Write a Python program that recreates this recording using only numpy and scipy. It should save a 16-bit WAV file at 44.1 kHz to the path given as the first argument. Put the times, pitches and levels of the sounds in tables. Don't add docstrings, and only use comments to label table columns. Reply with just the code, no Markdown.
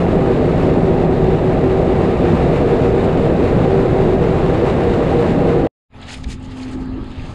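import sys
import numpy as np
from scipy import signal
from scipy.fft import rfft, irfft, next_fast_len
from scipy.io import wavfile
from scipy.ndimage import uniform_filter1d, map_coordinates

SR = 44100
rng = np.random.default_rng(int(sys.argv[2]) if len(sys.argv) > 2 else 0)


def digitize_waveform(pressure):
    field = np.atleast_2d(pressure).T
    bounded = np.clip(field, -1, 1)
    quanta = np.round(bounded * 32767).astype(np.int16)
    wavfile.write(sys.argv[1], SR, quanta)


N = 323694


def amp(db):
    return 10 ** (np.asarray(db) / 20)


def unit(x):
    return x / np.sqrt(np.mean(x ** 2) + 1e-20)


def curves(rows):
    time_s, *columns = np.transpose(rows)
    return [np.interp(np.arange(N) / SR, time_s, column) for column in columns]


def wobble(rate):
    knots = rng.standard_normal(int(N * rate / SR) + 4)
    return map_coordinates(knots, [np.arange(N) * rate / SR])


def filtered(x, response):
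    m = next_fast_len(len(x) + 8192)
    return irfft(rfft(x, m) * response(np.fft.rfftfreq(m, 1 / SR)), m)[:len(x)]


def coloured(x, spectrum):
    f, db = np.transpose(spectrum)
    return unit(filtered(x, lambda hz: amp(np.interp(np.log(hz + 1), np.log(f + 1), db))))


def rush(patchy_db):
    z = signal.stft(rng.standard_normal(N + 512), nperseg=512)[2]
    field = uniform_filter1d(rng.standard_normal(z.shape), 6, 0)
    field = uniform_filter1d(field, 10, 1)
    return signal.istft(z * amp(patchy_db * unit(field)), nperseg=512)[1][:N]


def grainy(spiky_db, rate):
    return unit(amp(spiky_db * wobble(rate)) * rng.standard_normal(N))


def tone(hz):
    return np.sqrt(2) * np.sin(2 * np.pi * (np.cumsum(hz) / SR + rng.random()))


# time_s, buffet_db, flutter_db
GUSTS = [(5.95, -40.5, -62), (6.12, -40, -56), (6.18, -32, -51), (6.28, -31, -39.5), (6.4, -34.5, -46),
         (6.5, -36, -45), (6.57, -38, -43), (6.63, -39, -41), (6.73, -33, -32.5), (6.82, -30.5, -37),
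         (6.87, -31, -39), (6.94, -28, -32.5), (6.99, -32, -28.5), (7.03, -32, -33), (7.08, -38, -40),
         (7.15, -32.5, -42), (7.22, -29.5, -40), (7.27, -34, -44), (7.34, -35, -53)]
# (relative, per Hz)
BUFFET_COLOUR = [(9, -39), (15, 1), (43, 1.5), (92, -5), (130, -2), (210, -9), (300, -25), (550, -120)]
# (relative, per Hz)
FLUTTER_COLOUR = [(140, -37), (210, 1.5), (330, 0), (430, -7.5), (560, -21.5), (900, -55), (1300, -120)]
# start_s, strength_db, pitch_hz, t60_s
PUFFS = [(6.17, -19, 55, .07), (6.262, -11, 60, 0.096), (6.264, -18, 228, 0.045), (6.30, -16, 95, 0.085),
         (6.335, -16, 75, .07), (6.93, -16, 110, .06), (6.975, -17, 330, .05), (7.01, -17, 60, .07),
         (7.179, -19, 100, .06), (7.222, -20, 55, .06)]


def wind():
    buffet_db, flutter_db = curves(GUSTS)
    lumps = amp(1.2 * wobble(40) + .6 * wobble(16))
    buffet = unit(lumps * coloured(rng.standard_normal(N), BUFFET_COLOUR))
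    flutter = unit(lumps * amp(1.3 * wobble(22)) * coloured(rng.standard_normal(N), FLUTTER_COLOUR))
    out = amp(buffet_db) * buffet + amp(flutter_db) * flutter
    t = np.arange(SR // 8) / SR
    onset = 1 - np.exp(-t / 0.0036)
    for start_s, strength_db, pitch_hz, t60_s in PUFFS:
        start = round(start_s * SR)
        puff = amp(strength_db - 60 * t / t60_s) * onset * np.sin(2 * np.pi * pitch_hz * t)
        out[start:][:len(t)] += puff[:N - start]
    return out


# peak_s, length_s, crunch_db, bright_db (swish relative to crunch)
STUBBLE_STROKES = [(6.03, 0.033, -42, -19), (6.095, 0.04, -39.5, -11.5), (6.128, 0.05, -36.5, -5),
                   (6.172, 0.04, -54, -2), (6.208, 0.038, -56.5, -1.5), (6.241, 0.0091, -44, -4),
                   (6.301, 0.026, -47, -3), (6.32, 0.043, -41.5, 0), (6.447, 0.045, -56, 0),
                   (6.514, 0.04, -48.5, -9), (6.577, 0.059, -55, 1.5), (6.628, 0.056, -46, -4),
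                   (6.688, 0.04, -48, -8.5), (6.73, 0.041, -50.5, -1), (6.812, 0.054, -62, 2),
                   (7.047, 0.054, -61, -10), (7.113, 0.06, -56, -9.5), (7.19, 0.13, -49.5, -15.5),
                   (7.254, 0.05, -57.5, -6), (7.312, 0.07, -54, -3)]
# (relative, per Hz)
CRUNCH_COLOUR = [(410, -56), (750, 5), (1100, -16), (1400, -2.5), (2200, 2), (3300, 0), (4800, -7.5),
                 (5600, -25), (7000, -50), (13000, -120)]
# (relative, per Hz)
SWISH_COLOUR = [(3000, -28), (4500, -3), (5100, -3), (5700, -12), (6500, -4), (7000, -5.5), (7800, -8),
                (9200, -14), (10800, -20), (11500, -34), (14000, -42), (15300, -66)]
# start_s, level_db, centre_hz, width_hz
STALK_SNAPS = [(6.015, -43, 7600, 2000), (6.028, -40, 3000, 3000), (6.087, -30, 1800, 1200),
               (6.105, -27, 2000, 2000), (6.138, -30, 2700, 1000), (6.142, -24, 3200, 2000),
               (6.1423, -35, 8000, 4000), (6.154, -28, 2500, 2000), (6.171, -39, 2100, 900),
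               (6.175, -45, 8500, 3500), (6.198, -50, 9500, 2500), (6.238, -36.5, 5000, 7000),
               (6.242, -26.5, 3500, 6000), (6.243, -32, 2100, 900), (6.305, -50, 10940, 3500),
               (6.397, -54, 7700, 1200), (6.428, -48, 7500, 3000), (6.573, -49, 8500, 5000),
               (6.6, -37, 2500, 500), (6.629, -33, 4300, 700), (6.715, -45, 8500, 4000),
               (6.73, -44, 4400, 1500), (6.748, -50, 7200, 2000), (6.857, -49, 8000, 4000),
               (7.042, -50, 7500, 5000), (7.113, -47, 3450, 400), (7.195, -37, 2470, 400),
               (7.218, -50, 8000, 5000), (7.253, -45, 2670, 400)]
RISE_DB, FALL_DB = 18.5, 24.5
STIR_DB, STIR_SWISH_DB = -56, -73.5
SNAP_T60_S, SNAP_RING = 0.0092, 12.5


def straw():
    now = np.arange(N) / SR
    crunch, swish = amp(STIR_DB), amp(STIR_SWISH_DB)
    for peak_s, length_s, crunch_db, bright_db in STUBBLE_STROKES:
        u = (now - peak_s) / length_s
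        loss_db = np.where(u < 0, RISE_DB * np.abs(u), FALL_DB * np.abs(u) ** 1.57)
        stroke = amp(crunch_db - loss_db)
        crunch = crunch + stroke
        swish = swish + amp(bright_db) * stroke
    crunch_noise = grainy(spiky_db=1.8, rate=320) + 0.7 * rush(patchy_db=2.5)
    swish_noise = grainy(spiky_db=2, rate=350) + .7 * rush(patchy_db=3)
    out = crunch * coloured(crunch_noise, CRUNCH_COLOUR) + swish * coloured(swish_noise, SWISH_COLOUR)
    t = np.arange(SR // 20) / SR
    onset = 1 - np.exp(-t / 0.00073)
    for start_s, level_db, centre_hz, width_hz in STALK_SNAPS:
        band = lambda f: 1 / (1 + (2 * (f - centre_hz) / width_hz) ** 4)
        burst = unit(filtered(rng.standard_normal(len(t)), band))
        t60_s = SNAP_T60_S + SNAP_RING / width_hz
        out[round(start_s * SR):][:len(t)] += amp(level_db - 60 * t / t60_s) * onset * burst
    return out


# time_s, machine_db (reference for noise and whines), air_db
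IDLE_LEVELS = [(5.95, -52, -50), (6.12, -52, -56), (6.35, -56, -59), (6.65, -48.5, -57), (6.9, -50.5, -53),
               (7.15, -50.5, -56), (7.34, -49.5, -60)]
# time_s, level_db
HUM_LEVEL = [(5.95, -47), (6.1, -42.5), (6.48, -36.5), (6.62, -30), (6.975, -29.5), (7.02, -37.5),
             (7.15, -40), (7.34, -44)]
HUM_HZ = 259
# pitch_hz, level_db
ENGINE_ORDERS = [(86.2, -43), (108, -45), (218, -50)]
# pitch_hz, spread_hz (unsteadiness), level_db (relative to machine_db)
HIGHER_ENGINE_ORDERS = [(330, 5, -7), (422, 4, -4), (515, 4, -8), (848, 5, -4.5), (1211, 8, -10), (1310, 8, -10)]
# (relative, per Hz)
MACHINE_COLOUR = [(150, -33), (250, -4), (430, -7), (540, -3.5), (840, -5.5), (900, -4.5), (1020, -10),
                  (1100, -7.5), (1310, -9), (1380, -16), (1700, -13.5), (2200, -20.5), (3500, -74)]
# (relative, per Hz)
AIR_COLOUR = [(900, -35), (1600, 2), (2800, 3.5), (3200, 5), (3600, 1), (4000, -1), (4500, -9), (5000, -6),
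              (5600, -22), (6500, -14), (8500, -25), (10000, -21), (11000, -31), (13000, -60),
              (15000, -120)]


def idling():
    machine_db, air_db = curves(IDLE_LEVELS)
    orders = sum(amp(level_db + 2.5 * wobble(6)) * tone(pitch_hz + 1.5 * wobble(10))
                 for pitch_hz, level_db in ENGINE_ORDERS)
    whines = sum(amp(level_db + 3.1 * wobble(15)) * tone(pitch_hz + spread_hz * wobble(18))
                 for pitch_hz, spread_hz, level_db in HIGHER_ENGINE_ORDERS)
    noise = amp(7.0) * coloured(rush(patchy_db=2.0), MACHINE_COLOUR)
    machine = amp(machine_db) * (noise + whines)
    air = amp(air_db) * coloured(rush(patchy_db=6.0), AIR_COLOUR)
    hum = amp(curves(HUM_LEVEL)[0] + 0.4 * wobble(12)) * tone(HUM_HZ + 0.6 * wobble(8))
    return hum + orders + machine + air


# time_s, shaft_db, auger_db, drum_db, fan_db
DRONE_LEVELS = [(0, -21, -28, -31, -33), (0.3, -23, -25, -23, -34), (0.9, -22, -24, -20.5, -31),
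                (1.3, -21, -25, -23.5, -33), (1.8, -24, -24, -19, -33), (2.1, -23, -26, -24.5, -32),
                (2.45, -22, -26, -32, -29), (2.9, -27, -26, -21.5, -25), (3.25, -26, -27, -26, -24),
                (3.55, -25, -23, -23, -22.5), (3.85, -30, -34, -21, -25), (4.2, -28, -35, -19.5, -33),
                (4.55, -29, -36, -22.5, -30), (4.9, -30, -35, -28, -23.5), (5.3, -24, -24, -25, -23),
                (5.66, -26, -24, -29, -22.5)]
# pitch_hz, smear_hz (sets pitch wander and beating), steady (amplitude 0-1)
DRONE_TONES = [(165, 6, .88), (255, 22, .1), (383, 7, .92), (472, 9, .87)]
# time_s, speed_ratio
SHAFT_SPEED = [(0, 1.008), (0.5, 1.004), (0.9, .985), (1.4, .988), (1.9, 1.006), (2.9, 1.008), (3.6, 1.002),
               (4.2, 1.0), (5.66, 1.0)]


def drone():
    out = 0
    speed = curves(SHAFT_SPEED)[0]
    for level_db, (pitch_hz, smear_hz, steady) in zip(curves(DRONE_LEVELS), DRONE_TONES):
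        turn = 2 * np.pi * np.cumsum(pitch_hz * speed + .4 * smear_hz * wobble(14)) / SR
        smear = (1 - steady ** 2) ** .5
        along = steady + smear * wobble(2 * smear_hz)
        across = smear * wobble(2 * smear_hz)
        smeared_tone = unit(along * np.sin(turn) + across * np.cos(turn))
        out = out + amp(level_db + .6 * wobble(4)) * smeared_tone
    return out


# time_s, rumble_db, roar_db, hiss_db (chaff, before its swells)
WORK_LEVELS = [(0, -19, -15, -31), (1.5, -20, -15.5, -32.5), (2.5, -20, -15, -30), (4, -18.5, -15.5, -31),
               (4.7, -19, -15.5, -29.5), (5.66, -21, -15, -31.5)]
# pitch_hz, width_hz, boost_db
PANEL_RESONANCES = [(129, 3.9, -3.5), (140.4, 4.4, 7), (347, 25, 7), (506.6, 11, 2), (617, 54, 4),
                    (784, 52, 5), (1220, 140, 8)]
# (relative, per Hz)
RUMBLE_COLOUR = [(8.8, -45.5), (15, -10), (38, -6), (119, -4.5), (156, -6.5), (200, -8), (260, -39),
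                 (440, -120)]
# (relative, per Hz)
ROAR_COLOUR = [(65, -26.5), (110, -4.5), (160, -4), (215, -3.5), (300, -4.5), (410, -3), (480, -2.5),
               (540, -7.5), (780, -12.5), (1080, -30.5), (2000, -31.5), (2600, -52.5), (4400, -120)]
# (relative, per Hz)
HISS_COLOUR = [(530, -29), (900, -1.5), (1430, -10), (2750, -15), (3200, -21.5), (3700, -20), (5850, -36),
               (7300, -34), (8700, -39.5), (9650, -47.5), (10800, -42.5), (11600, -51.5), (13300, -52.5),
               (15600, -71)]
# peak_s, swell_db (rise or dip of the hiss)
CROP_CLUMPS = [(0.0, 3), (0.06, -2), (0.12, 1), (1.09, -2.5), (1.43, -1.5), (1.89, 1.5), (2.3, 1.5),
               (2.49, -1), (2.56, 2.5), (2.85, 1), (2.95, -2), (3.48, 1), (3.79, 1.5), (4.18, -3),
               (4.24, 1), (4.69, 3), (4.76, -2), (4.8, 2.5), (4.95, 1.5), (5.11, 2), (5.22, 3.5),
               (5.31, 2.5), (5.5, 2.5)]
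CLUMP_S = 0.031


def threshing():
    rumble_db, roar_db, hiss_db = curves(WORK_LEVELS)
    panels = lambda f: amp(sum(boost_db / (1 + (2 * (f - pitch_hz) / width_hz) ** 2)
                               for pitch_hz, width_hz, boost_db in PANEL_RESONANCES))
    roar = unit(filtered(coloured(rush(patchy_db=.4), ROAR_COLOUR), panels))
    hiss = coloured(grainy(spiky_db=1.5, rate=270) + 0.7 * rush(patchy_db=1.2), HISS_COLOUR)
    rumble = coloured(rng.standard_normal(N), RUMBLE_COLOUR)
    t = np.arange(N) / SR
    swell_db = sum(db * np.exp(-((t - peak_s) / CLUMP_S) ** 2) for peak_s, db in CROP_CLUMPS)
    swell_db = swell_db + 0.4 * wobble(9) + 0.7 * wobble(25)
    return amp(rumble_db) * rumble + amp(roar_db) * roar + amp(hiss_db + swell_db) * hiss


CUT_S = 5.6722
FLOOR_DB, FLOOR_T60_S = -36, .05
# time_s, gain_db
FADE_IN = [(5.885, -64), (5.905, -21), (5.93, -9), (5.96, 1), (7.34, 2)]


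def scene():
    t = np.arange(N) / SR
    working = np.clip(t / .002, 0, 1) * np.clip((CUT_S - t) / .00012, 0, 1)
    floor = (t > CUT_S - .001) * amp(FLOOR_DB - 60 * np.abs(t - CUT_S) / FLOOR_T60_S)
    working = np.maximum(working, floor)
    beside = amp(curves(FADE_IN)[0]) * (t > FADE_IN[0][0])
    return ((threshing() + drone()) * working + (idling() + wind() + straw()) * beside)[None]


TOP_HZ = 15700


def record(dry):
    soft = dry[0] / (1 + np.abs(dry[0] / .82) ** 5) ** (1 / 5)
    return filtered(soft, lambda hz: hz < TOP_HZ)[None]


dry = scene()
out = record(dry)
digitize_waveform(out)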